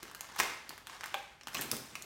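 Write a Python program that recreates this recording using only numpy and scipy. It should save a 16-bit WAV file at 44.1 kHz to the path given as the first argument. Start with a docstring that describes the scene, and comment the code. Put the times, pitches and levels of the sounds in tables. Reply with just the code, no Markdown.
"""Toy bricks emptied from a bag

A small plastic bag is pulled open, turned over and emptied onto a cloth-covered table. The film
crinkles and buckles in sharp snaps and the seam rips with a pop. The pieces slide out, click together
and thud on the table top, exciting its modes. A quiet living room reverberates after every sound."""
import sys
import numpy as np
from scipy import signal
from scipy.fft import rfft, irfft
from scipy.io import wavfile
from scipy.ndimage import uniform_filter1d

SR = 44100
rng = np.random.default_rng(int(sys.argv[2]) if len(sys.argv) > 2 else 0)


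def bounce(signal):
    """Save signal as a 16-bit WAV file at the path given by the first command-line argument."""
    frames = np.transpose(np.atleast_2d(signal))
    limited = np.clip(frames, -1, 1)
    pcm = np.round(limited * 32767).astype(np.int16)
    wavfile.write(sys.argv[1], SR, pcm)


N = 90404
SNAP_DECAY_S, TOP_HZ = 0.0008, 16100


def bag():
    """Buckling and tearing: the film releases elastic energy in pulses and pushes out puffs of air."""
    # time_s, level_db
    handling = [(0, -54.5), (.15, -59.5), (.27, -56), (.34, -53.5), (.42, -42.5), (.5, -49), (.62, -60),
                (.75, -59), (.85, -66.5), (.92, -47.5), (.99, -58.5), (1.07, -52), (1.16, -54.5),
                (1.28, -64), (1.46, -81), (1.53, -54), (2.05, -65)]
    seam = [(.381, -53), (.391, -32), (.403, -38), (.41, -75)]
    # frequency_hz, gain_db
    rustle_colour = [(100, -14), (550, -9), (900, -1), (1600, -2.5), (2800, -7.5), (6500, -12), (9000, -18),
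                     (16000, -30.5)]
    rip_colour = [(200, 2), (1200, -3), (3000, 8), (6500, 9), (10000, 1), (15000, 1)]
    # start_s, pitch_hz, body_db, crack_db, sizzle_db
    snaps = [(.0296, 1660, -48.5, -46.5, -48), (.1136, 1470, -51, -60, -58),
             (.148, 1800, -45.5, -47.5, -48), (.2084, 6600, -44, -40, -40.5), (.2442, 1620, -49, -56, -66),
             (.3626, 1600, -42.5, -57, -50), (.3903, 1080, -33.5, -52, -44),
             (.4002, 1745, -23, -29.5, -31.5), (.405, 2040, -28.5, -37, -44),
             (.4335, 930, -35.5, -38.5, -47), (.6928, 4600, -60, -41.5, -45), (.7059, 1150, -43, -74, -66),
             (.7784, 1600, -49, -53, -54.5), (.8702, 3500, -43, -44.5, -49.5), (.8973, 1400, -45, -53, -66),
             (1.009, 1450, -42, -45.5, -57.5), (1.0354, 1330, -38, -63, -56),
             (1.0402, 1700, -37.5, -44.5, -51.5), (1.059, 1650, -42.5, -48, -48.5),
             (1.1427, 3430, -41.5, -39.5, -46), (1.4112, 2850, -51, -52, -73),
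             (1.434, 5400, -56.5, -52, -64), (1.4714, 3220, -39, -41.5, -50),
             (1.483, 1590, -43, -49, -51.5)]
    # start_s, pitch_hz, level_db
    puffs = [(.03, 378, -48), (0.4007, 435, -38.5), (.694, 326, -53.5), (1.472, 310, -51.5)]
    rustle = crinkle(rate_hz=800, spread_db=4.5, spectrum=rustle_colour) * along(handling)
    rip = crinkle(rate_hz=5900, spread_db=5.5, spectrum=rip_colour) * along(seam)
    out = rustle + rip + ticks(snaps, SNAP_DECAY_S, ring_s=0.00056, ring_db=-6)
    t = seconds(4096)
    for start_s, pitch_hz, level_db in puffs:
        add(out, start_s, blow(damped_sine(t, pitch_hz, decay_s=0.0032), level_db))
    return out


def bricks():
    """Impact excitation: pieces chatter over the crinkling film, click together and land with clacks."""
    # time_s, level_db
    slide_levels = [(1.5, -89), (1.54, -47), (1.585, -45), (1.625, -46), (1.66, -55), (1.705, -51),
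                    (1.73, -43.5), (1.775, -54), (1.83, -60.5), (2.05, -60)]
    # frequency_hz, gain_db
    slide_colour = [(80, -8), (250, 6), (600, 4), (1200, 4), (2500, -2.5), (5000, -3), (8200, -0.5),
                    (10000, -6.5), (15000, -10.5)]
    # start_s, pitch_hz, body_db, crack_db, sizzle_db
    clicks = [(1.5461, 13900, -44, -38.5, -40), (1.5695, 3200, -39.5, -39, -58),
              (1.6115, 11700, -63, -40.5, -34.5), (1.6203, 2690, -43.5, -39.5, -41),
              (1.7144, 5300, -39, -30.5, -29), (1.7668, 8200, -70, -45.5, -43),
              (1.9542, 1630, -43.5, -44.5, -49), (2.0226, 6940, -69, -45, -47)]
    # start_s, level_db
    clacks = [(1.5502, -33), (1.9538, -38)]
    # pitch_hz, level_db, t60_s
    brick_modes = [(1110, -10.5, 0.016), (2210, -7.5, 0.011), (2550, -1.5, 0.016), (4200, -10.5, 0.014),
                   (5770, -4, 0.0047)]
    film = crinkle(rate_hz=1000, spread_db=4.0, spectrum=slide_colour)
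    contacts = chatter(rate_hz=1500, ring_s=0.0013, spectrum=slide_colour)
    out = (film + contacts) / np.sqrt(2) * along(slide_levels)
    out += ticks(clicks, decay_s=0.00107, ring_s=0.00039, ring_db=-4.5)
    for start_s, level_db in clacks:
        add(out, start_s, blow(ring(brick_modes, seconds(4096)), level_db))
    return out


def knock(start_s=1.1424, level_db=-28.5):
    """Heavily damped modes: one hollow plastic clack as the bag is turned over."""
    # pitch_hz, level_db, t60_s
    plastic_modes = [(600, -8, .025), (790, -5, .06), (1230, -1, 0.012), (1553, -5.5, .022),
                     (2320, 1.5, .009), (3400, 2, 0.0061)]
    out = np.zeros(N)
    clack = band(ring(plastic_modes, seconds(16384)), low_hz=520, high_hz=3760)
    add(out, start_s, blow(clack, level_db))
    return out


def table(contact_s=0.0026):
    """Cushioned impact: hands and pieces land on the cloth and the table's modes ring with a soft onset."""
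    # start_s, level_db
    thuds = [(1.586, -43.5), (1.651, -49), (1.717, -38.5), (1.917, -50.5)]
    # pitch_hz, level_db, t60_s
    table_modes = [(134.3, 1, .2), (165, 0, .15), (235.6, -5, 0.12), (279, -2, .1), (482, -5, 0.11)]
    out, t = np.zeros(N), seconds(16384)
    onset = 1 - np.exp(-t / contact_s)
    for start_s, level_db in thuds:
        add(out, start_s, blow(ring(table_modes, t) * onset, level_db))
    return out


def crinkle(rate_hz, spread_db, spectrum):
    """Incoherent addition: tiny random creases of uneven size give noise bursts whose energies sum."""
    sizes = undb(spread_db * np.minimum(rng.exponential(size=N), 3)) * rng.choice([-1, 1], N)
    creases = sizes * (rng.random(N) < rate_hz / SR)
    energy = signal.lfilter([1], [1, -np.exp(-2 / (SNAP_DECAY_S * SR))], creases ** 2)
    return colour(np.sqrt(energy) * rng.standard_normal(N), spectrum)


def chatter(rate_hz, ring_s, spectrum):
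    """Shot noise: stiff pieces touch at random, each contact with its own pitch and strength."""
    out, t = np.zeros(N), seconds(512)
    for when, pitch, chance in rng.random((int(rate_hz * N / SR), 3)):
        strength = -np.log(chance)
        add(out, when * N / SR, strength * damped_sine(t, pitch * TOP_HZ, ring_s))
    return colour(out, spectrum)


def ticks(events, decay_s, ring_s, ring_db):
    """Transient response: each tick is a crack plus one damped resonance, weighted in three bands."""
    # low_hz, high_hz of body, crack and sizzle
    bands = [(740, 2790), (2700, 7020), (8300, 15300)]
    out, t = np.zeros(N), seconds(1024)
    for start_s, pitch_hz, *levels_db in events:
        tick = crack(t, decay_s) + undb(ring_db) * unit(damped_sine(t, pitch_hz, ring_s))
        add(out, start_s, sum(blow(band(tick, *edges), db) for edges, db in zip(bands, levels_db)))
    return out


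def crack(t, decay_s):
    """A brief pulse has a broad spectrum: this burst swells for an instant and dies."""
    envelope = t / decay_s * np.exp(-2 * t / decay_s)
    burst = rng.standard_normal(len(t)) * envelope
    for _ in range(2):
        whitened = irfft(np.exp(1j * np.angle(rfft(burst))))
        burst = whitened * np.sqrt(envelope)
    return unit(np.tanh(2 * burst / np.abs(burst).max()))


def room(x, spots, dwell_s=0.011):
    """Convolution: sound comes from each spot in turn, and each spot adds its own reflections."""
    spot = (seconds(N) / dwell_s).astype(int) % spots
    shares = (uniform_filter1d(1. * (spot == k), size=64) for k in range(spots))
    return x + sum(signal.fftconvolve(x * share, reflections())[:N] for share in shares)


def reflections(onset_s=0.0017, early_db=-5.5, early_decay_s=0.0054, modes_db=-19):
    """Room impulse response: early reflections, a diffuse tail and a few lingering resonances."""
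    # centre_hz, t60_s, reverberant_to_direct_db
    tail_bands = [(129, 0.45, 1), (370, 0.47, 2.5), (930, 0.51, -4), (1800, 0.82, -3.5), (3460, 0.56, -1),
                  (6940, 0.58, -5), (14100, 0.38, -4.5)]
    # pitch_hz, level_db, t60_s
    room_modes = [(1610, -2.5, 0.25), (1755, -3, 0.39), (2115, -2, 0.44)]
    t = seconds(32768)
    log_hz = log_frequencies(len(t))
    log_centres = np.log([row[0] for row in tail_bands])
    noise_spectrum = rfft(rng.standard_normal(len(t)))
    onset = 1 - np.exp(-(t / onset_s) ** 2)
    response = undb(early_db) * unit(rng.standard_normal(len(t)) * onset * np.exp(-t / early_decay_s))
    for share, (_, t60_s, db) in zip(np.eye(len(tail_bands)), tail_bands):
        fade = unit(onset * undb(-60 * t / t60_s))
        band_noise = irfft(noise_spectrum * np.interp(log_hz, log_centres, share))
        response += undb(db) * fade * band_noise
    return response + undb(modes_db) * unit(onset * ring(room_modes, t))


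def air(level_db=-65):
    """Ambient noise: the room's faint steady air, strongest in the bass."""
    # frequency_hz, gain_db
    air_colour = [(30, -10), (50, 1.5), (90, -3.5), (200, -5.5), (1500, -14.5), (4000, -23.5), (16000, -34)]
    return undb(level_db) * colour(rng.standard_normal(N), air_colour)


def ring(modes, t):
    """Free vibration: a sum of decaying modes with random phases."""
    return sum(undb(db) * undb(-60 * t / t60_s) * np.sin(2 * np.pi * (hz * t + rng.random()))
               for hz, db, t60_s in modes)


def damped_sine(t, pitch_hz, decay_s):
    """Impulse response of a damped oscillator."""
    return np.sin(2 * np.pi * pitch_hz * t) * np.exp(-t / decay_s)


def blow(x, level_db, window_s=0.0034):
    """Equivalent level: give a short sound the energy of level_db held for window_s."""
    return unit(x) * undb(level_db) * np.sqrt(window_s * SR)


def along(points):
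    """Amplitude envelope through (time_s, level_db) points, silent outside them."""
    time_s, level_db = np.array(points).T
    t = seconds(N)
    return undb(np.interp(t, time_s, level_db)) * (t >= time_s[0]) * (t <= time_s[-1])


def colour(x, spectrum):
    """Spectral shaping by (frequency_hz, gain_db) points, scaled to an rms of one."""
    hz, db = np.array(spectrum).T
    gain = undb(np.interp(log_frequencies(len(x)), np.log(hz), db))
    return unit(irfft(rfft(x) * gain, len(x))) * np.sqrt(len(x))


def band(x, low_hz, high_hz):
    """Third-order band-pass filter."""
    return signal.sosfilt(signal.butter(3, [low_hz, high_hz], "band", fs=SR, output="sos"), x)


def add(out, start_s, x):
    """Superpose a sound from start_s on."""
    i = int(start_s * SR)
    out[i:i + len(x)] += x[:len(out) - i]


def undb(db):
    """Decibels to amplitude ratio."""
    return 10 ** (np.asarray(db) / 20)


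def unit(x):
    """Scale to an energy of one."""
    return x / np.sqrt(np.sum(x ** 2) + 1e-18)


def seconds(size):
    """Time axis."""
    return np.arange(size) / SR


def log_frequencies(size):
    """Logarithm of each spectral bin's frequency."""
    return np.log(np.maximum(np.fft.rfftfreq(size, 1 / SR), 1))


def scene():
    """Superposition: bag, bricks and table sound in the room over its steady air, in one channel."""
    return (air() + room(bag() + bricks(), spots=5) + room(table() + knock(), spots=1))[None]


def record(dry, bass_cut_hz=36):
    """Band limiting: filters remove the deepest bass and the highest treble."""
    x = signal.sosfilt(signal.butter(5, bass_cut_hz, "high", fs=SR, output="sos"), dry)
    return signal.sosfilt(signal.ellip(8, .2, 70, TOP_HZ, fs=SR, output="sos"), x)


dry = scene()
out = record(dry)
bounce(out)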